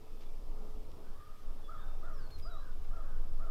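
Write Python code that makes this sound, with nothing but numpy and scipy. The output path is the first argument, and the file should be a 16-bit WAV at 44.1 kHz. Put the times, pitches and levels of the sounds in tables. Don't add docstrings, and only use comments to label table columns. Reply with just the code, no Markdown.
import sys
import numpy as np
from scipy import signal
from scipy.fft import rfft, irfft, next_fast_len
from scipy.io import wavfile
from scipy.ndimage import uniform_filter1d, map_coordinates

SR = 44100
rng = np.random.default_rng(int(sys.argv[2]) if len(sys.argv) > 2 else 0)


def volts_from_decibels(level):
    exponent = np.asarray(level, float) / 20
    return 10 ** exponent


def waveform_to_disk(signal):
    frames = np.transpose(np.atleast_2d(signal))
    scaled = np.clip(frames, -1, 1) * 32767
    samples = np.round(scaled).astype(np.int16)
    wavfile.write(sys.argv[1], SR, samples)


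N = 154350
T = np.arange(N) / SR


def unit(x):
    return x / np.sqrt(np.mean(x ** 2) + 1e-20)


def along(points, hz):
    f, v = np.transpose(points)
    return np.interp(np.log(np.abs(hz) + 0.092), np.log(f + 0.23), v)


def curves(rows):
    s, *cols = np.transpose(rows)
    return [np.interp(T, s, c) for c in cols]


def wobble(rate_hz):
    return map_coordinates(rng.standard_normal(N // 16), [T * rate_hz], mode="wrap")


def sine(hz):
    return np.sin(2 * np.pi * np.cumsum(hz) / SR)


def rush(spectrum, patchy_db):
    z = signal.stft(rng.standard_normal(N + 1024), nperseg=512)[2]
    field = uniform_filter1d(rng.standard_normal(z.shape), 6, 0)
    field = uniform_filter1d(field, 10, 1)
    x = signal.istft(z * volts_from_decibels(patchy_db * unit(field)), nperseg=512)[1][:N]
    m = next_fast_len(N + 8192)
    colour = volts_from_decibels(along(spectrum, np.fft.rfftfreq(m, 1 / SR)))
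    return unit(irfft(rfft(x, m) * colour, m)[:N])


def gate(start_s, length_s, attack_s, release_s):
    edge = np.minimum((T - start_s) / attack_s, (start_s + length_s - T) / release_s)
    return np.sin(np.pi / 2 * np.clip(edge, 0, 1)) ** 2


# time_s, level_db
GUSTS = [(0.0, -46.5), (0.3, -33.5), (0.9, -37.5), (0.98, -45), (1.13, -32), (1.26, -51), (1.32, -35.5),
         (1.39, -49), (1.47, -31.5), (1.74, -39), (1.89, -30.5), (2.27, -33.5), (2.32, -48), (2.35, -34),
         (3.39, -27.5), (3.48, -27)]
# frequency_hz, density_db
RUMBLE_SPECTRUM = [(1, -37.5), (6, -10.5), (20, 4), (30, -4), (38, -5), (48, -12.5), (70, -35), (120, -60),
                   (200, -120)]
# frequency_hz, density_db
AIR_SPECTRUM = [(80, -40), (130, -11.5), (170, -1), (430, -4.5), (580, -6), (1040, -12), (1290, -10.5),
                (1500, -26), (2600, -45)]
# frequency_hz, density_db
DRONE_SPECTRUM = [(35, -28), (55, -0.5), (66, -8), (78, 3), (98, -14), (116, -8), (150, -18.5), (200, -71),
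                  (300, -120)]
# time_s, level_db
DRONE_LEVEL = [(0, -59), (.35, -63), (.65, -64), (.9, -57), (1.2, -62), (1.5, -63), (1.75, -57.5),
               (2.1, -59), (2.4, -51.5), (2.7, -58), (3.0, -55), (3.5, -53)]


def wind():
    throb = np.sqrt(2) * sine(14 + 1.8 * wobble(11.0))
    buffet = throb + volts_from_decibels(-9.5) * rush(RUMBLE_SPECTRUM, patchy_db=-3.5)
    air_db = -62 + 1.5 + 1.7 * wobble(4.66)
    air = volts_from_decibels(air_db) * rush(AIR_SPECTRUM, patchy_db=1.5)
    drone_db = curves(DRONE_LEVEL)[0] + 0.96 * wobble(5.9)
    drone = volts_from_decibels(drone_db) * rush(DRONE_SPECTRUM, patchy_db=0)
    return volts_from_decibels(curves(GUSTS)[0]) * buffet + air + drone


# frequency_hz, density_db
HISS_SPECTRUM = [(1300, -12), (2100, -11), (3500, -10), (4200, -13.5), (5200, -10.5), (6300, -16.5),
                 (10000, -19), (13200, -18), (15600, -24)]
WHINE_PITCH = [13071, 13151, 12990, 13233, 12908, 13614, 13701, 8956, 11843]
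# level_db (rms), unsteadiness_db
WHINE_LEVEL = [(-89, 1), (-89, 1), (-99, 2), (-99, 2), (-101, 2), (-95, 2), (-95, 2), (-100, 5), (-99, 5)]


def camera():
    out = volts_from_decibels(-69.5) * rush(HISS_SPECTRUM, patchy_db=0.83)
    for pitch_hz, (level_db, sway_db) in zip(WHINE_PITCH, WHINE_LEVEL):
        gain = volts_from_decibels(level_db + 3 + sway_db * wobble(5))
        out = out + gain * sine(pitch_hz + 3 * wobble(20))
    return out


# time_s, level_db
HUM_LEVEL = [
    (0, -60),
    (.2, -63),
    (.42, -67.5),
    (.56, -57.5),
    (.7, -54),
    (.82, -59),
    (.92, -67),
    (1.5, -67.5),
    (3.5, -67),
]


def hum():
    level_db = curves(HUM_LEVEL)[0] - 2.5 + 1.2 * wobble(13.0)
    return volts_from_decibels(level_db) * sine(430.3 + 1.9 * wobble(9.16))


# frequency_hz, decay_s (to -60 dB)
TREE_DECAY = [(500, .3), (1500, .7), (3500, .2), (5000, .15)]


def echoes(x, wet_db):
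    delay_s = .008
    hz, t, z = signal.stft(rng.standard_normal(SR // 2), SR, nperseg=256)
    decay = volts_from_decibels(-60 * t / along(TREE_DECAY, hz)[:, None])
    tail = signal.istft(z * decay, SR, nperseg=256)[1]
    delayed = np.pad(x, (round(delay_s * SR), 0))
    return x + volts_from_decibels(wet_db) * signal.fftconvolve(delayed, tail / np.linalg.norm(tail))[:N]


# start_s, length_s, first_hz, last_hz
SONG_NOTES = [(1.63, .07, 3460, 3390), (1.71, .13, 3380, 3390), (1.785, .066, 3625, 3630),
              (1.852, .18, 3620, 3600), (2.122, .088, 5950, 4990), (2.192, .094, 4830, 4240),
              (2.302, .072, 4370, 4170), (2.416, .068, 5000, 4870), (2.472, .036, 4850, 4790),
              (2.494, .07, 3970, 3780), (2.552, .115, 3880, 3990), (0.0, .19, 2620, 2540),
              (.24, .12, 2360, 2340), (.08, .22, 3500, 3480), (.72, .07, 3500, 3490),
              (2.04, .03, 3630, 3600)]
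SONG_LEVEL = [-71, -75.5, -70, -77.5, -74, -72, -62, -61.5, -69.5, -67, -72.5, -81, -82.5, -79, -82, -72]
SONG_FLUTTER = [0, .2, .05, .05, .2, .1, 0, 0, .1, 0, .3, .3, .3, .5, .3, .3]
SONG_SWELL = [-9, 4, 0.5, -4, 13, 11, 3, 9, -4, 4, -4, .1, -2, 7, .1, .1]


def songbird():
    edge_s, bow = .014, 1.45
    out, flutter = 0, wobble(300)
    for note, level_db, share, swell_db in zip(SONG_NOTES, SONG_LEVEL, SONG_FLUTTER, SONG_SWELL):
        start_s, length_s, first_hz, last_hz = note
        progress = np.clip((T - start_s) / length_s, 0, 1)
        pitch_hz = last_hz + (first_hz - last_hz) * (1 - progress) ** bow
        gain = volts_from_decibels(level_db + 3 + swell_db * (progress - .5)) * gate(start_s, length_s, edge_s, edge_s)
        out = out + gain * (np.sqrt(1 - share) + np.sqrt(share) * flutter) * sine(pitch_hz)
    return echoes(out * volts_from_decibels(1.2 * wobble(50)), wet_db=-17)


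# start_s, peak_db, length_s, centre_hz, width_share (half width over centre)
CLOTH_RUSTLES = [(.205, -64, .04, 2600, .75), (.29, -75, .015, 5000, .5), (.9172, -59, .0022, 4000, .4),
                 (2.305, -72, .03, 2330, .1), (2.302, -69, .022, 3300, .45), (2.302, -70, .022, 12500, .35),
                 (2.382, -70, .028, 2330, .1), (2.378, -65, .03, 4000, .5), (2.383, -66, .016, 12500, .35),
                 (2.396, -73, .02, 12000, .3), (2.51, -76, .02, 2200, .3), (2.69, -75, .03, 2800, .4),
                 (2.844, -68, .015, 2800, .3), (3.38, -79, .03, 3500, .4)]


def cloth():
    out, t = np.zeros(N), np.arange(SR // 10) / SR
    for start_s, peak_db, length_s, hz, width in CLOTH_RUSTLES:
        grain_db = 5 * np.repeat(rng.standard_normal(len(t) // 30), repeats=30)
        grains = rng.standard_normal(len(t)) * volts_from_decibels(grain_db)
        edges_hz = np.clip([hz * (1 - width), hz * (1 + width)], 300, 19000)
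        band = signal.butter(2, edges_hz, "bandpass", fs=SR)
        envelope = volts_from_decibels(peak_db - 9 * (t / length_s) ** 2) * np.minimum(t / (.1 * length_s), 1)
        out[round(start_s * SR):][:len(t)] += unit(signal.lfilter(*band, grains)) * envelope
    return out


# frequency_hz, gain_db
THROAT_RESONANCE = [(400, -24), (640, -7), (1000, -14), (1210, 0), (1400, -3), (1560, -5), (1740, -20),
                    (2100, -32)]


def voice(pitch_hz, rough, chest_db):
    jitter, rasp_hz = .008, 230
    phase = 2 * np.pi * np.cumsum(pitch_hz * (1 + jitter * wobble(70))) / SR
    out = 0
    for k in range(1, 4):
        share = np.clip(rough if k > 1 else rough / 8, 0, 1)
        rate_hz = rasp_hz * k / 2
        rasp = wobble(rate_hz) * np.sin(k * phase) + wobble(rate_hz) * np.cos(k * phase)
        gain = volts_from_decibels(along(THROAT_RESONANCE, k * pitch_hz) + chest_db * (k == 1))
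        out = out + gain * (np.sqrt(2 - 2 * share) * np.sin(k * phase) + np.sqrt(share) * rasp)
    return out


# time_s, pitch_hz, level_db
OPENING_CALL = [
    (1.02, 460, -91),
    (1.05, 498, -69),
    (1.12, 542.4, -66),
    (1.2, 600, -62.5),
    (1.3, 623, -66.5),
    (1.42, 610.8, -68),
    (1.47, 568, -71),
    (1.5, 549, -72),
]
# start_s, length_s, top_hz, level_db
YELP_CALLS = [
    (1.67, 0.2, 679.6, -53),
    (2.015, 0.26, 707.5, -54),
    (2.44, 0.29, 713, -53.5),
    (2.897, 0.3, 690.5, -56),
    (3.383, 0.27, 684, -54.5),
]
YELP_RASP = [.55, .3, .25, .25, .25]
YELP_CHEST = [-4, .5, 1.5, 1, 0]
# frequency_hz, density_db
BREATH_SPECTRUM = [(700, -60), (1000, -12), (1250, 0), (1500, -5), (1850, -9), (2200, -30), (3000, -90)]


def turkey():
    start_share, rise_s, rest_hz, sag_share = .83, .054, 420, .42
    fade_db_per_s = 31
    breath = rush(BREATH_SPECTRUM, patchy_db=3.0)
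    pitch_hz, level_db = curves(OPENING_CALL)
    sounding = level_db > level_db.min() + 6
    opening = voice(pitch_hz, rough=.55, chest_db=-3.5) + volts_from_decibels(-7) * breath
    out = volts_from_decibels(level_db) * sounding * opening
    for call, rough, chest_db in zip(YELP_CALLS, YELP_RASP, YELP_CHEST):
        start_s, length_s, top_hz, level_db = call
        t = np.maximum(T - start_s, 0)
        climb = 1 - (1 - start_share) * np.cos(np.pi / 2 * np.minimum(t / rise_s, 1)) ** 2
        late = np.maximum(t - rise_s, 0)
        sag = np.exp(-late ** 2 / (sag_share * length_s * (late + .022)))
        pitch_hz = climb * (rest_hz + (top_hz - rest_hz) * sag)
        gain = volts_from_decibels(level_db - fade_db_per_s * t) * gate(start_s, length_s, attack_s=.025, release_s=.05)
        out += gain * (voice(pitch_hz, rough, chest_db) + volts_from_decibels(-17) * breath)
    return echoes(out, wet_db=-8)


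def scene():
    return (wind() + camera() + hum() + songbird() + cloth() + turkey())[None]


def low_pass(x):
    return signal.sosfilt(signal.butter(12, 15640, fs=SR, output="sos"), x)


def record(dry):
    return low_pass(dry)


dry = scene()
out = record(dry)
waveform_to_disk(out)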